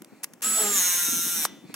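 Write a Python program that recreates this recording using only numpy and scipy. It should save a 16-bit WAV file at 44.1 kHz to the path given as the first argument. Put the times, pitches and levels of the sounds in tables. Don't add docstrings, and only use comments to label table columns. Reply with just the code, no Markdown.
import sys
import numpy as np
from scipy import signal
from scipy.fft import rfft, irfft
from scipy.io import wavfile
from scipy.ndimage import uniform_filter1d, map_coordinates

SR = 44100
rng = np.random.default_rng(int(sys.argv[2]) if len(sys.argv) > 2 else 0)


def to_wav(sig):
    pcm = np.clip(np.atleast_2d(sig), -1, 1) * 32767
    pcm = np.round(pcm).astype(np.int16)
    wavfile.write(sys.argv[1], SR, pcm.T)


N = 77175
T = np.arange(N) / SR
HZ = np.fft.rfftfreq(N, 1 / SR)

# t/s, pump load 0-1, whine drive/dB, rattle level/dB
EFFORT = [(.42, 0, -49, -33), (.445, 0, -26.5, -27), (.52, 0, -27, -28), (.6, 0.02, -23.5, -26),
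          (.65, 0.21, -28.5, -26), (.71, 0.2, -26.5, -27.5), (.77, .6, -24, -22), (.85, 0.74, -30.5, -23),
          (1, 0.76, -32.5, -24), (1.15, 0.79, -34, -25.5), (1.34, 0.94, -39.5, -27),
          (1.395, 0.9, -43, -26.5), (1.45, 1, -52, -25)]
# f/Hz, gain/dB
CLICK_EQ = [(30, -55), (150, -32), (700, -9), (1600, 1), (4000, -2), (8000, 2), (11500, 5), (14000, -6),
            (16000, -4.5)]
# f/Hz, gain/dB
AIR_EQ = [(30, -39), (200, 3.5), (500, 2.5), (1000, -4), (2500, -11.5), (4000, -22), (7000, -15.5),
          (12000, -22.5), (16000, -19)]


def motor():
    stroke_rate = [(.42, 150), (.431, 187), (.439, 209.5), (.455, 213.5), (.49, 215.5), (.58, 216.4),
                   (.617, 215.5), (.656, 207), (.712, 205.5), (.752, 199), (.788, 186.4), (.81, 181),
                   (.86, 177.9), (1.002, 175.7), (1.09, 173), (1.18, 171.9), (1.292, 175.2), (1.338, 173.7),
                   (1.376, 167), (1.45, 145)]
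    start_s, stop_s = .419, 1.458
    turns = np.cumsum(curve(stroke_rate)) / SR
    load = np.clip(curve(EFFORT), 0, 1)
    running = np.clip((T - start_s) / .0019, 0, 1) * np.exp(-np.maximum(T - stop_s, 0) / .004)
    return running * (gear_whine(turns, load) + drive_tones(turns) + rattle(turns, load) + jaw_scrape())


def gear_whine(turns, load):
    gearbox_eq = [(4500, -8), (5400, -6), (5900, 6), (6250, -4), (6580, 5.5), (6850, -3.5), (7800, 0),
                  (9000, 10)]
    teeth = 36
    swing = 2.3 * load * np.sin(2 * np.pi * (turns + .17))
    depth = 1.2 * np.sqrt(load)
    chop = np.exp(depth * np.cos(2 * np.pi * turns)) / np.sqrt(np.i0(2 * depth))
    mesh = np.sqrt(2) * np.sin(2 * np.pi * teeth * turns + swing + .051 * wobble(250))
    mesh *= chop * (1 + .066 * wobble(300))
    whine = irfft(rfft(mesh) * amp(spectrum(gearbox_eq)), N)
    return pan(-3) * amp(curve(EFFORT, column=2)) * whine


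def drive_tones(turns):
    partials = [(1, 0.454, .55, -48, 0), (1, 0.62, 0.73, -47, 0), (1, 0.845, 1.08, -60.5, 2),
                (2, 0.597, .72, -38.5, 1), (3, 0.565, 0.66, -44.5, -1), (4, .58, .69, -43, 1),
                (6, 0.439, .79, -41.5, -0.5), (8, 0.82, 1.04, -46.5, 0), (8, 1.04, 1.38, -44, 2),
                (33, 0.43, 0.8, -37, -5.5), (34, .44, .64, -55, 4), (48, 0.429, 0.634, -33, -1),
                (48, 0.61, 0.705, -41, -1)]
    buzz_partials = [(3, -10), (4, -13), (5, -4), (6, 0), (7, -10), (9, 1.5), (10, -1.5), (11, 0),
                     (12, -0.5), (13, -0.5), (14, -13), (15, 1.5), (16, -0.5), (17, -3), (19, -14),
                     (21, -12), (22, -10), (23, -2.5)]
    buzz_fader = [(.7, -58), (.8, -48), (.95, -48.5), (1.15, -60), (1.33, -61), (1.43, -52.5)]
    fade_s, waver = .03, .25

    def harmonic(k):
        tone = np.sqrt(2) * np.sin(2 * np.pi * (round(k) * turns + rng.random()))
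        return tone * (1 + waver * wobble(59))

    tones = np.zeros((2, N))
    for k, on, off, db, side_db in partials:
        fade = np.clip(np.minimum(T - on, off - T) / fade_s + .5, 0, 1)
        tones += pan(side_db) * amp(db) * fade * harmonic(k)
    buzz = sum(amp(db) * harmonic(k) for k, db in buzz_partials)
    return tones + amp(curve(buzz_fader)) * buzz


def rattle(turns, load):
    knocks = [(-.06, .05, 2.8), (.37, .04, 3.3), (.21, .05, .8)]
    free_eq = [(30, -60), (100, -60), (250, 1), (600, -8), (1000, -8.5), (1400, -0.5), (2200, -4),
               (3300, -1), (5100, -4), (6200, -3.5), (7300, 3), (8800, -2), (11300, -1), (13400, -5),
               (15500, -6)]
    loaded_eq = [(30, -65), (100, -17), (300, -13.5), (700, -17), (1500, -5.5), (2100, -8.5), (2600, -7),
                 (3900, -1), (4700, -13), (5500, 0), (6500, 2.5), (7400, -3), (8200, 4), (8650, 0.5),
                 (8950, 1.5), (9500, 3), (10200, 0.5), (11000, 1.5), (12200, 3.5), (12750, -1), (13400, 4),
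                 (15500, -6.5)]
    pulses = sum(gain * np.exp(-(((turns - at + .5) % 1 - .5) / width) ** 2)
                 for at, width, gain in knocks)
    accents = unit(1 + pulses)
    free = colour(housing(stroke_grit(turns, repeat=.3) * np.sqrt(accents)), free_eq)
    loaded = colour(housing(level_bands(stroke_grit(turns, repeat=.83) * accents)), loaded_eq)
    bite = np.clip(load / .8, 0, 1)
    return amp(curve(EFFORT, column=3)) * (np.sqrt(1 - bite) * free + np.sqrt(bite) * loaded)


def stroke_grit(turns, repeat):
    stroke_samples, twin_above_harmonic = 320, 58
    fresh = rng.standard_normal((2, N // 100, stroke_samples))
    grit = signal.lfilter([1], [1, -repeat], fresh, axis=1)
    treble = irfft(rfft(grit) * (np.arange(stroke_samples // 2 + 1) > twin_above_harmonic))
    grit = (grit + .6 * np.roll(treble, stroke_samples // 2, axis=2)).reshape(2, -1)
    return unit(np.array([map_coordinates(side, [turns * stroke_samples], order=3) for side in grit]))


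def housing(pair):
    ripple = uniform_filter1d(rng.standard_normal(len(HZ)), size=330)
    gain = amp(1.5 * unit(uniform_filter1d(ripple, size=250)))
    return irfft(rfft(pair) * unit(gain), N)


def release_valve():
    snap_eq = [(100, -41), (400, -7.5), (700, -1.5), (1150, 5), (1700, -0.5), (2500, -19), (4000, -9.5),
               (5500, -2.5), (7000, -14), (9000, -10), (16000, -24)]
    steel_modes = [(1366, -12, .29), (1990, -7.5, 0.68), (3052, -6.5, .55), (3200, -23, 0.82),
                   (3537, -4.5, 0.85), (4070, -8, .39), (5615, -1, 0.27), (6040, 1, 0.39)]
    shimmer_eq = [(30, -50), (500, -15), (1400, 3), (2500, 3.5), (3500, 8.5), (4600, -2), (6100, 1),
                  (8000, -4.5), (12000, -10), (16000, -10)]
    snap_s = 1.4512
    arrival_s = snap_s + .00225 * np.sqrt(1000 / (HZ + 100))
    phase = -2 * np.pi * np.cumsum(arrival_s) * SR / N
    snap = pan(1.1) * amp(5.5) * irfft(2 * amp(spectrum(snap_eq)) * np.exp(1j * phase), N)
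    age = np.maximum(T - snap_s, 0)
    ring = np.zeros((2, N))
    for hz, db, t60 in steel_modes:
        mode = np.sin(2 * np.pi * hz * age + rng.normal(0, .47, (2, 1)))
        ring += amp(db - 60 * age / t60) * mode * (age > 0)
    shimmer = amp(-47.5) * burst(snap_s, rise_s=.001, decay_s=.095) * noise(shimmer_eq)
    oil_hiss = amp(-35) * burst(snap_s, rise_s=.001, decay_s=.012) * noise(CLICK_EQ, tilt_db=-2)
    return snap + amp(-47.5) * ring + shimmer + oil_hiss


def clicks():
    hits = [(.021, -39, .0015, -1.5), (.047, -40, 0.0013, -1.5), (0.2328, -35, 0.0086, -2),
            (0.2359, -22, 0.004, 6.5), (0.2428, -20, 0.0024, 0), (.336, -39.5, 0.0026, -2),
            (0.409, -46, 0.0016, -6.5), (0.422, -27.5, 0.012, 5.5), (1.742, -28.5, 0.0069, -2)]
    return sum(amp(db) * burst(s, .0014, decay) * noise(CLICK_EQ, tilt) for s, db, decay, tilt in hits)


def jaw_scrape():
    scrapes = [(.6, 0.022, -43), (.67, .04, -46)]
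    scrape_eq = [(30, -45), (130, -11), (260, 1), (500, -8), (750, 2.5), (1100, -8), (3000, -25),
                 (16000, -50)]
    return np.sqrt(swell_power(scrapes)) * noise(scrape_eq)


def wall_echo(tool):
    t60_s = .26
    tail = noise(AIR_EQ, tilt_db=2.1) * amp(-60 * T / t60_s)
    return signal.fftconvolve(tool, tail / np.linalg.norm(tail[0]), axes=1)[:, :N]


def outdoors():
    gusts = [(.02, 0.0083, -46), (0.132, 0.0062, -44.5), (.33, 0.013, -52.5), (0.769, 0.036, -45),
             (1.089, 0.0057, -38), (1.137, .014, -37), (1.18, .014, -36.5), (1.26, 0.022, -41.5),
             (1.39, 0.046, -45), (1.52, 0.025, -44), (1.58, .012, -46), (1.65, 0.016, -44),
             (1.702, 0.0065, -39), (1.745, 0.016, -46)]
    wind_eq = [(30, -45), (70, -39), (110, -16.5), (160, -5), (240, 0.5), (320, -1), (450, -16.5),
               (800, -23), (3000, -39.5), (16000, -83)]
    rubs = [(.16, 0.068, -65), (1.71, 0.035, -55)]
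    rub_eq = [(30, -40), (1000, -11), (2400, 9), (3200, -7), (4300, 5), (5500, -9), (7300, -5.5),
              (10000, -12.5), (16000, -23)]
    breeze_db, air_db = -61, -58
    wind = np.sqrt(amp(breeze_db) ** 2 + swell_power(gusts)) * noise(wind_eq)
    handling = np.sqrt(swell_power(rubs)) * noise(rub_eq)
    return wind + handling + amp(air_db) * noise(AIR_EQ)


def colour(pair, eq, tilt_db=0):
    coherence = [(100, .95), (250, .7), (500, .85), (1200, .97), (2200, .8), (3000, .65), (4000, .7),
                 (5300, .3), (6000, .55), (6500, .95), (9500, .99), (10400, .92), (11400, .65), (13500, .6),
                 (16000, .5)]
    balance = [(60, 0), (300, 0), (1200, 2), (2900, 3.5), (4100, -3.5), (4800, 4.5), (5500, -10), (6400, 2),
               (8400, -2), (10400, 0), (11500, 6.5), (12800, 5), (15500, -4.5)]
    left_lead = [(1500, 0.51), (2500, -0.38), (3100, -1.3), (4200, -1.17), (5000, 1), (6000, -0.1),
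                 (6500, 0.95), (10500, 1), (11300, 0.24), (11800, -0.11), (12800, -3.1), (13400, -0.48),
                 (16000, 1)]
    a, b = rfft(pair)
    alike = np.clip(spectrum(coherence), -1, 1)
    mid, side = a * np.sqrt(1 + alike), b * np.sqrt(1 - alike)
    lean = amp(spectrum(balance) / 2) * np.exp(1j * spectrum(left_lead) / 2)
    gain = amp(spectrum(eq) + tilt_db * np.log2(HZ + 1))
    return unit(irfft(np.array([(mid + side) * lean, (mid - side) / lean]) * gain, N))


def noise(eq, tilt_db=0):
    return colour(rng.standard_normal((2, N)), eq, tilt_db)


def level_bands(pair):
    frames = signal.stft(pair, nperseg=512)[2]
    power = uniform_filter1d(uniform_filter1d(abs(frames) ** 2, size=9, axis=1), size=4, axis=2)
    return unit(signal.istft(frames / np.sqrt(abs(power) + 1e-12), nperseg=512)[1][:, :N])


def wobble(hz):
    return unit(irfft(rfft(rng.standard_normal(N)) * np.exp(-(HZ / hz) ** 2), N))


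def burst(peak_s, rise_s, decay_s):
    return np.clip((T - peak_s) / rise_s + 1, 0, 1) * np.exp(-np.maximum(T - peak_s, 0) / decay_s)


def swell_power(cues):
    return sum(amp(db) ** 2 * np.exp(-((T - s) / width) ** 2) for s, width, db in cues)


def curve(table, column=1):
    table = np.array(table)
    return np.interp(T, table[:, 0], table[:, column])


def spectrum(points):
    hz, value = np.transpose(points)
    return np.interp(np.log(HZ + 1), np.log(hz), value)


def pan(db):
    return amp(np.array([[db], [-db]]) / 2)


def amp(db):
    return 10 ** (np.asarray(db) / 20)


def unit(x):
    return x / np.sqrt(np.mean(abs(x) ** 2) + 1e-20)


def scene():
    tool = motor() + clicks() + release_valve()
    return tool + amp(-25.5) * wall_echo(tool) + outdoors()


def record(dry):
    cut_hz = 15900
    lowpass = signal.firwin(401, cut_hz, window=("kaiser", 9), fs=SR)
    return signal.oaconvolve(dry, lowpass[None], "same")


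dry = scene()
out = record(dry)
to_wav(out)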